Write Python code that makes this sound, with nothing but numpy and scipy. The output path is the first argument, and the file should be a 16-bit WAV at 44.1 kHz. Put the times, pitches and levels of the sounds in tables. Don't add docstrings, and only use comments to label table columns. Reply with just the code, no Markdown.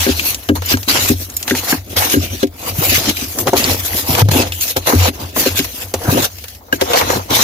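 import sys
import numpy as np
from scipy import signal
from scipy.fft import rfft, irfft, next_fast_len
from scipy.io import wavfile
from scipy.ndimage import uniform_filter1d, minimum_filter1d, map_coordinates

SR = 44100
rng = np.random.default_rng(int(sys.argv[2]) if len(sys.argv) > 2 else 0)


def unload_audio(sound):
    columns = np.transpose(np.atleast_2d(sound))
    steps = np.round(np.clip(columns, -1, 1) * 32767)
    wavfile.write(sys.argv[1], SR, steps.astype(np.int16))


N = 327663

# pitch_hz, density_db
ROOM_SPECTRUM = [(15, -33), (25, -26), (258, -1), (410, -9), (705, -6.5), (1930, -47), (4720, -22),
                 (8810, -64), (15200, -10.5), (16500, -36)]
HANDLING_SPECTRUM = [(12, -57), (20, -48), (54, -8), (75, -6), (98, -19), (160, -120)]
ROOM_DB = -46
# full_s, peak_db, pitch_hz, hold_s
SHOVES = [(0.002, -15, 87, 0.015), (0.113, -17, 86, 0.042), (0.288, -31, 90, 0.025),
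          (0.501, -14, 91.5, 0.042), (0.583, -18, 89.4, 0.03), (0.615, -18.5, 91, 0.026),
          (0.74, -12.5, 94.2, 0.014), (0.937, -27.5, 93.6, 0.034), (1.018, -21.9, 91.7, 0.023),
          (1.105, -16.5, 93.3, 0.066), (1.2, -27, 90.3, 0.04), (1.35, -36, 81.8, 0.026),
          (1.52, -23.5, 93, 0.021), (1.59, -27, 92, 0.016), (1.777, -20.3, 89.4, 0.02),
          (1.899, -32.5, 88.8, 0.022), (1.977, -21, 91.4, 0.025), (2.178, -14.5, 89, 0.025),
          (2.313, -20, 88.8, 0.013), (2.464, -28.6, 94, 0.023), (2.707, -23.4, 92, 0.044),
          (2.796, -19, 99.4, 0.021), (2.89, -16, 94.8, 0.02), (2.943, -23.5, 91, 0.041),
          (3.11, -28.5, 87.7, 0.077), (3.267, -28.5, 88.6, 0.021), (3.43, -20.5, 92.3, 0.021),
          (3.552, -23, 96.7, 0.024), (3.634, -33, 89.8, 0.02), (3.71, -15.5, 86.7, 0.011),
          (3.793, -23.5, 90.2, 0.042), (3.916, -21.6, 89.6, 0.033), (4.032, -25.9, 90.7, 0.025),
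          (4.108, -15.5, 89.6, 0.031), (4.227, -4.5, 94.5, 0.026), (4.309, -14, 94, 0.027),
          (4.383, -18.5, 96, 0.023), (4.451, -23.5, 89.6, 0.092), (4.773, -24.2, 89.8, 0.037),
          (4.962, -5, 88.8, 0.065), (5.233, -23.5, 92, 0.031), (5.36, -30, 87.1, 0.016),
          (5.506, -19.1, 90.9, 0.039), (5.645, -26.4, 90.3, 0.021), (5.845, -28, 90.5, 0.037),
          (5.955, -23, 89.5, 0.031), (6.088, -13, 99.3, 0.019), (6.182, -23, 93, 0.038),
          (6.322, -34, 89.2, 0.047), (6.741, -30, 86.9, 0.026), (6.828, -27, 85.3, 0.017),
          (7.022, -24, 94.5, 0.023), (7.101, -25.2, 92.1, 0.021), (7.189, -20.8, 92.8, 0.021),
          (7.301, -25, 80.0, 0.023)]
SHOVE_SWELL_S, SHOVE_FADE_S, PANEL_REST_DB = 0.018, 0.081, -45.5

# start_s, air_peak_db, favoured_pitch_hz, clack_db (over the air peak)
KNOCKS = [(0.066, -5.5, 330, -20), (0.089, -2.5, 300, -30), (0.495, -1.5, 280, -20), (0.515, -8, 286, -41),
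          (0.738, -5.5, 260, -12), (0.877, -15.5, 268, -27), (1.1, -0.5, 238, -29), (1.112, -8, 292, -35),
          (1.51, -6, 277, -20.5), (1.534, -9.5, 258, -32), (1.725, -5, 238, -17.5), (2.139, -4.5, 295, -13),
          (2.163, -1.5, 260, -34.5), (2.33, -19, 271, -25), (2.43, -3.5, 325, -20), (2.785, -9, 114.3, -31),
          (3.076, -12.5, 261, -37), (3.221, -16.5, 263, -26), (3.47, -8.5, 519, -33),
          (3.531, -0.5, 510, -48), (4.088, -11, 157.6, -32), (4.219, -4, 116, -36), (4.286, -7, 116.6, -33),
          (4.312, -8, 116, -30), (4.349, -6, 268, -31), (4.395, -6, 406, -31), (4.763, -9, 480, -22),
          (4.892, -8, 429, -25), (4.934, -0.5, 264, -28), (5.082, -10.5, 312, -20), (5.459, -4, 373, -38),
          (5.59, -10, 253.4, -16.5), (5.938, -7.5, 485, -39), (6.086, -4.5, 116.3, -37),
          (6.123, -6.5, 298, -32), (6.145, -6.5, 248, -33), (6.17, -5.5, 536, -30), (6.727, -6, 360, -5.5),
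          (6.816, -2, 510, -29), (7.097, -8, 520, -17)]
# pitch_hz, level_db, free_t60_s
BOX_MODES = [(125, 0, 0.1), (154.6, -5, 0.13), (255.4, 0, 0.11), (292.7, -3, 0.13), (384.2, -1, 0.095),
             (524.5, 4, 0.062), (706, -4, 0.11), (917, 4, 0.057)]
# pitch_hz, level_db, t60_s
LINING_MODES = [(1606, 15, 0.037), (2905, 6, 0.023)]
DAMPED = .85

# start_s, level_db (added to that of each mode)
TINKS = [(0.5526, -43), (0.575, -32), (0.6587, -22), (1.3653, -18.5), (1.7105, -18), (4.767, -23),
         (6.762, -32), (6.9163, -32)]
# pitch_hz, level_db, t60_s
SPOON_MODES = [(4020, -23, 0.071), (5170, -5, 0.066), (7000, 4, 0.052), (9970, -5, 0.064),
               (12960, 9, 0.044)]

# start_s, level_db, body_db (over level), chip_pitch_hz, chip_db (over level)
CRACKS = [(0.1955, -26, -28, 2500, 28), (0.345, -17.5, -29, 6300, 10), (0.488, -18.5, 7.5, 2870, 13),
          (0.62, -23, 5.5, 1820, 2), (0.771, -23.5, 2, 6040, 8), (0.8303, -22, -20, 5300, -1),
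          (0.8834, -21, -12, 2710, 12), (1.2993, -34, -18, 6500, 16.5), (1.367, -25.5, -30, 7520, 14.5),
          (1.427, -19, -33, 6740, 9), (1.478, -13.5, -9, 1820, 9.5), (1.497, -15.5, -13, 3450, 12),
          (1.508, -22.5, -7, 1760, 24.5), (1.5496, -18, -2.5, 1992, 11), (1.965, -19, -20, 5340, 12),
          (2.0981, -16, -20, 6390, 9), (2.4301, -18, -18, 3730, 11), (2.47, -31.5, -20, 4945, 1),
          (3.093, -14.5, -32, 2240, 14), (3.1683, -22, -24, 2265, 15.5), (3.386, -25.5, 11.5, 6500, 21),
          (3.471, -9.5, 9, 2890, 9), (3.533, -22, 16, 6110, 8), (3.5666, -12, -4, 4030, -2),
          (3.641, -17, -19, 4500, 19), (4.1497, -15, 4, 2870, 11), (4.2861, -17.5, 5, 1868, 9),
          (4.3137, -23.5, 4.5, 2435, 16), (4.5206, -21, -11, 3084, 17), (4.6092, -20, -30, 6350, 15.5),
          (4.6794, -18, -23, 6650, 6.5), (4.6986, -30, -26, 6300, 2), (4.7659, -17, 6, 4060, 7),
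          (4.87, -22.5, 14, 3260, 9), (5.3627, -24, 12.5, 6520, -5), (5.557, -31, -25, 3974, 7),
          (5.5898, -10, -20, 2555, 9), (5.645, -21, -1, 2500, 4), (5.9387, -16.5, 2, 6580, 9.5),
          (6.384, -30, -30, 5000, 7), (6.4396, -24.5, -4.5, 2270, 3), (6.4819, -26, -30, 5030, -1.5),
          (6.548, -33, -27, 5000, -9), (6.7256, -17.5, 4, 2674, 1), (6.76, -32, -20, 5100, 6),
          (6.8116, -10, -2, 3080, 9), (6.933, -6, 9, 2920, 18), (6.9722, -11, 5, 1800, 12),
          (7.0114, -14, 12, 2490, 11), (7.1013, -18, 7, 1800, 15)]
SPLIT_T60, SHOWER_T60 = 0.012, 0.051
CHIP_OCTAVES = 0.21

# full_bite_s, swell_s, hold_s, fade_s,
# hiss_db (crystals), crunch_db (lumps), drag_db (on the lining), sizzle_db (over the hiss)
STROKES = [ (0.0, .01, 0.054, 0.18, -14.5, -26.5, -34, -0.5), (.25, 0.23, .01, 0.26, -22.5, -33, -30, 7),
           (.555, .006, 0.0028, 0.05, -24, -26.5, -23, 4.5), (.7, 0.082, .03, 0.043, -14, -26, -24, 1),
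           (.77, 0.018, 0.07, .02, -39, -43, -42, 15), (.886, 0.0073, 0.083, 0.13, -11, -19.5, -24, 0),
           (1.087, .2, 0.004, .06, -14.5, -25.5, -26.5, 6),
           (1.209, 0.052, 0.0069, .08, -27, -41, -33.5, 9.5),
           (1.3, 0.048, 0.18, .02, -37.5, -43, -40.5, 10), (1.479, 0.012, 0.043, 0.047, -24, -28, -32, 1),
           (1.56, 0.025, 0.026, 0.082, -23.5, -27.5, -34, 1),
           (1.72, 0.17, 0.0057, 0.066, -14.5, -21, -29, 4.5),
           (1.93, 0.11, 0.0044, 0.054, -27.5, -37.5, -30, 4),
           (1.97, 0.012, 0.054, 0.16, -12, -17.5, -23.5, 2), (2.134, 0.14, 0.0076, .05, -14, -25.5, -25, 4),
           (2.231, 0.071, 0.02, 0.074, -23, -39, -27, 0.5),
           (2.339, 0.088, 0.014, 0.088, -25.5, -38, -31, 2.5),
           (2.43, 0.035, .005, 0.023, -21, -33, -37, -2), (2.68, 0.12, 0.014, 0.062, -22, -24, -27, 4.5),
           (2.82, 0.11, 0.061, 0.31, -20.5, -24, -25.5, 11),
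           (2.96, 0.22, 0.0098, 0.17, -13.5, -39, -22, -4), (3.09, 0.091, 0.0095, 0.037, -12, -27, -20, -7),
           (3.171, 0.056, 0.076, 0.066, -21.5, -35, -36, 2), (3.28, 0.11, 0.091, .05, -33.5, -46, -40, 9),
           (3.389, 0.052, .02, 0.079, -28.5, -29, -24, 13),
           (3.47, 0.014, 0.024, 0.016, -19.5, -19.5, -15, 3), (3.559, 0.045, .05, 0.26, -16.5, -29, -26, 1),
           (3.713, 0.25, .01, 0.072, -16.5, -20.5, -20.5, 2),
           (3.95, 0.44, 0.033, 0.13, -20, -30.5, -28.5, 9),
           (4.1, 0.078, 0.043, 0.091, -20.5, -36, -27.5, 9),
           (4.205, 0.15, 0.017, 0.0098, -17.5, -12.5, -19.5, -1),
           (4.23, 0.0075, 0.069, .02, -42, -44, -33, -3), (4.316, 0.012, 0.071, 0.12, -16, -18, -18.5, 3.5),
           (4.42, 0.1, 0.015, 0.056, -17.5, -26, -26, -15), (4.53, .02, 0.0034, 0.087, -34, -49.5, -47, 7),
           (4.62, 0.095, 0.019, 0.12, -22, -42, -45, 9.5), (4.7, 0.16, 0.0058, 0.049, -22.5, -37, -36.5, 8),
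           (4.766, 0.0098, 0.0044, 0.048, -19.5, -27, -25, 6),
           (4.873, 0.022, .06, .05, -17, -13.5, -23, 4.5), (5.08, 0.2, 0.0076, 0.018, -12, -15, -25, -2),
           (5.11, .01, .24, 0.013, -37, -46, -38, 2), (5.2, 0.044, 0.025, 0.075, -30.5, -30.5, -30.5, 4.5),
           (5.366, 0.016, 0.051, 0.17, -14.5, -25, -24, 4.5),
           (5.463, 0.081, 0.011, 0.061, -14.5, -34, -29, -4), (5.569, 0.037, 0.029, 0.13, -18, -32, -30, 3),
           (5.79, 0.31, 0.04, 0.15, -30, -37.5, -37.5, 8), (5.941, 0.0048, 0.0031, 0.026, -21, -25, -25, 0),
           (6.08, 0.1, 0.033, 0.13, -21.5, -19.5, -25, 6), (6.19, 0.13, 0.011, 0.05, -16.5, -19.5, -15, -1),
           (6.245, 0.19, 0.0081, 0.04, -18.5, -22, -35, 4), (6.3, .01, .245, 0.099, -38, -54, -69.5, 4.5),
           (6.73, 0.0066, 0.011, .07, -28, -41, -27, 1), (6.816, 0.024, 0.0081, 0.018, -22, -14, -38, -9),
           (6.93, 0.12, 0.064, 0.22, -14.5, -18, -23, -3), (7.16, 0.33, 0.0083, 0.053, -22, -18, -20, 1.5),
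           (7.22, .02, 0.067, 0.017, -45, -55, -42, 8), (7.306, 0.018, .13, 0.082, -12.5, -16, -22, -1)]
# pitch_hz, density_db
CRYSTAL_SPECTRUM = [(710, -40), (1200, -12.5), (1520, -8), (2080, -4.5), (2640, 0.5), (3720, -1.5),
                    (4100, 1), (4430, -1.5), (6450, -0.5), (8360, -12), (12600, -3), (15100, -5.5),
                    (15800, -27.5)]
LUMP_SPECTRUM = [(280, -46), (480, -1.5), (590, -9.5), (673, -4), (896, -5), (1130, -8.5), (1700, -15),
                 (2210, -16), (3740, -120)]
DRAG_SPECTRUM = [(71, -10), (120, 0.5), (161, -9.5), (226, -2.5), (269, 0.5), (339, -2), (441, -8.5),
                 (560, -7), (730, -9), (1230, -120)]
SLOPE_DB = 20
WALL_UNTIL_S = 2.55
WALL_TILT_DB = 4.5

# pitch_hz, correlation (1 is identical)
LIKENESS = [(60, 0.98), (300, 1), (700, 0.69), (1400, 0.15), (3000, 0.073), (6000, 0.031), (15000, 0.053)]
# time_s, left_delay_ms
PORT_DELAY = [(0, -0.27), (1.3, -0.28), (2, .35), (2.9, 0.31), (3.2, -0.39), (3.6, 0.24), (5.3, 0.3),
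              (5.7, -.3), (6.2, 0.35), (6.8, -0.51), (7.43, -.3)]
# pitch_hz, difference_db
PORT_TILT = [(60, 1), (110, 2.0), (200, -1), (380, 6), (700, -0.5), (1290, -1), (2380, 3.5), (4400, -0.5),
             (8120, 2.5), (15000, 2.5)]
TOP_HZ = 15950
CONTROL_STEP = 32


def amp(db):
    return 10 ** (np.asarray(db) / 20)


def unit(x):
    return x / np.sqrt(np.mean(x ** 2) + 1e-20)


def along(points, hz):
    f, v = np.transpose(points)
    return np.interp(np.log(hz + 1), np.log(f + 1), v)


def per_sample(control):
    return np.interp(np.arange(N) / CONTROL_STEP, np.arange(len(control)), control)


def wobble(rate):
    knots = rng.standard_normal(int(N * rate / SR) + 4)
    return map_coordinates(knots, [np.arange(N) * rate / SR])


def filtered(x, response):
    m = next_fast_len(N + SR // 2)
    return irfft(rfft(x, m) * response(np.fft.rfftfreq(m, 1 / SR)), m)[..., :N]


def grains(per_s, spread_db, life_s):
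    size_db = spread_db * np.minimum(rng.exponential(size=N), 4)
    breaks = (rng.random(N) < per_s / SR) * amp(size_db) ** 2
    power = signal.lfilter([1], [1, -np.exp(-2 / (life_s * SR))], breaks)
    return unit(np.sqrt(np.abs(power)))


def noise_pair(patchy_db):
    z = signal.stft(rng.standard_normal((2, N + 512)), nperseg=512)[2]
    field = uniform_filter1d(rng.standard_normal(z.shape[1:]), size=5, axis=0)
    field = uniform_filter1d(field, size=8, axis=1)
    return signal.istft(z * amp(patchy_db * unit(field)), nperseg=512)[1][:, :N]


def coloured(pair, spectrum):
    def mid_side_response(hz):
        turn = np.arccos(np.clip(along(LIKENESS, hz), -1, 1)) / 2
        return amp(along(spectrum, hz)) * [np.cos(turn), np.sin(turn)]

    mid, side = filtered(pair, mid_side_response)
    return np.array([mid + side, mid - side])


def ringing(modes, t, scatter_db, rise_s=0.0012):
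    hz, db, t60 = np.transpose(modes)[..., None]
    draw = rng.standard_normal((2, len(modes), 2))
    strength = amp(db + scatter_db * draw[..., :1] - 60 * t / t60)
    tones = strength * np.sin(2 * np.pi * hz * t + draw[..., 1:])
    return np.sum(tones, axis=1) * (1 - np.exp(-t / rise_s))


def pressure(s, swell, hold, fade):
    t = np.arange(0, N + CONTROL_STEP, CONTROL_STEP) / SR - s
    before = np.maximum(-t, 0) / max(swell, .002)
    after = np.maximum(t - hold, 0) / max(fade, .005)
    return amp(-2 * SLOPE_DB * (before + after))


def room():
    return amp(ROOM_DB) * unit(coloured(noise_pair(patchy_db=3.5), ROOM_SPECTRUM))


def panel():
    power = np.array([amp(2 * db) / 2 * pressure(s, SHOVE_SWELL_S, hold, SHOVE_FADE_S)
                      for s, db, _, hold in SHOVES])
    total = power.sum(axis=0) + 1e-20
    hz = per_sample(np.transpose(SHOVES)[2] @ power / total)
    db = 10 * np.log10(per_sample(total) + amp(2 * PANEL_REST_DB))
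    phase = 2 * np.pi * np.cumsum(hz + 3 * wobble(13)) / SR
    boom = np.sqrt(2) * np.sin(phase) * amp(1.3 * wobble(11))
    rumble = unit(coloured(noise_pair(patchy_db=0.0), HANDLING_SPECTRUM))
    return amp(db) * boom + amp(0.37 * db - 26) * rumble


def knocks():
    out, t = np.zeros((2, N + SR)), np.arange(SR // 3) / SR
    for s, db, best_hz, clack_db in KNOCKS:
        held = [(hz, level - 14 * np.log2(hz / best_hz) ** 2, t60 * DAMPED) for hz, level, t60 in BOX_MODES]
        mid, side = ringing(held, t, scatter_db=1.5, rise_s=0.0034)
        side = amp(-27) * side
        air = np.array([mid + side, mid - side]) / np.max(np.abs(mid))
        clack = ringing(LINING_MODES, t, scatter_db=1.5)[0]
        start = round(s * SR)
        out[:, start:start + len(t)] += amp(db) * (air + amp(clack_db) * clack)
    return out[:, :N]


def spoon():
    out, t = np.zeros((2, N + SR)), np.arange(SR // 4) / SR
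    for s, db in TINKS:
        start = round(s * SR)
        out[:, start:start + len(t)] += amp(db) * ringing(SPOON_MODES, t, scatter_db=3)
    return out[:, :N]


def cracks():
    bright, body, chips = np.zeros(N + SR), np.zeros(N + SR), np.zeros((2, N + SR))
    t = np.arange(SR // 8) / SR
    for s, db, body_db, hz, chip_db in CRACKS:
        start = round(s * SR)
        at = slice(start, start + len(t))
        split = amp(2.0 - 60 * t / SPLIT_T60)
        shower = amp(-60 * t / SHOWER_T60)
        burst = amp(db) * (split + shower) * (1 - np.exp(-t / 0.00096))
        bright[at] += burst
        body[at] += amp(db + body_db) * shower * (1 - np.exp(-t / 0.0013))
        edges_hz = hz * 2 ** (CHIP_OCTAVES * np.array([-1, 1]))
        band = signal.butter(1, edges_hz, "bandpass", fs=SR)
        chips[:, at] += amp(chip_db) * signal.lfilter(*band, burst * rng.standard_normal(len(t)))
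    crystal_noise = unit(coloured(rng.standard_normal((2, N)), CRYSTAL_SPECTRUM))
    lump_noise = unit(coloured(rng.standard_normal((2, N)), LUMP_SPECTRUM))
    return bright[:N] * crystal_noise + body[:N] * lump_noise + chips[:, :N]


def strokes():
    rows = np.array(STROKES)
    push = np.array([pressure(*row[:4]) for row in rows])
    sizzle_db = rows[:, 4] + rows[:, 7]
    levels_db = np.c_[rows[:, 4:7], sizzle_db]
    hiss, crunch, drag, sizzle = amp(2 * levels_db).T @ push + 1e-12
    return [per_sample(np.sqrt(power)) for power in (hiss, crunch, drag, sizzle / hiss)]


def crumbs(per_s, pitch_hz, spread, cycles, spread_db):
    at, size = rng.random((2, int(per_s * N / SR)))
    hz = pitch_hz * np.exp(spread * rng.standard_normal(len(at)))
    hz = np.clip(hz, 1200, 9000)[:, None]
    t = np.arange(400) / SR
    strength = amp(-spread_db * np.log(size + 1 / 30))[:, None]
    shape = np.exp(-t * hz / cycles) * (1 - np.exp(-t * hz))
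    tone = strength * np.sin(2 * np.pi * hz * t) * shape
    spot = (at * N).astype(int)[:, None] + np.arange(len(t))
    lean = amp(5.2 * rng.standard_normal(len(at)))[:, None]
    sides = [np.bincount(spot.ravel(), (tone * g).ravel(), minlength=N)[:N] for g in (lean, 1 / lean)]
    return unit(np.array(sides))


def scraping():
    hiss_gain, crunch_gain, drag_gain, sizzle_gain = strokes()

    fine = grains(per_s=5700, spread_db=4.5, life_s=0.0076) * amp(2.47 * wobble(40))
    hiss = unit(coloured(fine * noise_pair(patchy_db=3.5), CRYSTAL_SPECTRUM))
    sizzle = filtered(hiss, lambda hz: 1 / (1 + (8000 / (hz + 1)) ** 6))
    hiss = hiss + (sizzle_gain - 1) * sizzle
    snaps = crumbs(per_s=1200, pitch_hz=3000, spread=.4, cycles=4, spread_db=4)

    coarse = grains(per_s=600, spread_db=3.5, life_s=0.0071)
    loose = unit(coloured(coarse * noise_pair(patchy_db=3.0), LUMP_SPECTRUM))
    hard = unit(filtered(loose, lambda hz: amp(WALL_TILT_DB * np.log2((hz + 1) / 800))))
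    crunch = np.where(np.arange(N) < WALL_UNTIL_S * SR, hard, loose)

    rough = grains(per_s=200, spread_db=3.0, life_s=0.012)
    drag = unit(coloured(rough * noise_pair(patchy_db=0.0), DRAG_SPECTRUM))
    return hiss_gain * (hiss + amp(-14.5) * snaps) + crunch_gain * crunch + drag_gain * drag


def scene():
    left, right = room() + panel() + knocks() + spoon() + cracks() + scraping()
    time_s, delay_ms = np.transpose(PORT_DELAY)
    delay = np.interp(np.arange(N) / SR, time_s, delay_ms)
    source = np.arange(N) - np.round(delay * SR / 1000)
    return np.array([left[np.clip(source, 0, N - 1).astype(int)], right])


def record(dry):
    x = filtered(dry, lambda hz: amp(along(PORT_TILT, hz) * [[.5], [-.5]]))
    need = np.minimum(1, amp(1.5) / (np.max(np.abs(x), axis=0) + 1e-9))
    gain = uniform_filter1d(minimum_filter1d(need, size=300), size=150)

    def band(hz):
        top = np.clip((TOP_HZ + 100 - hz) / 200, 0, 1) ** 2
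        return top / (1 + (32 / (hz + 1)) ** 4)

    return filtered(x * gain, band)


dry = scene()
out = record(dry)
unload_audio(out)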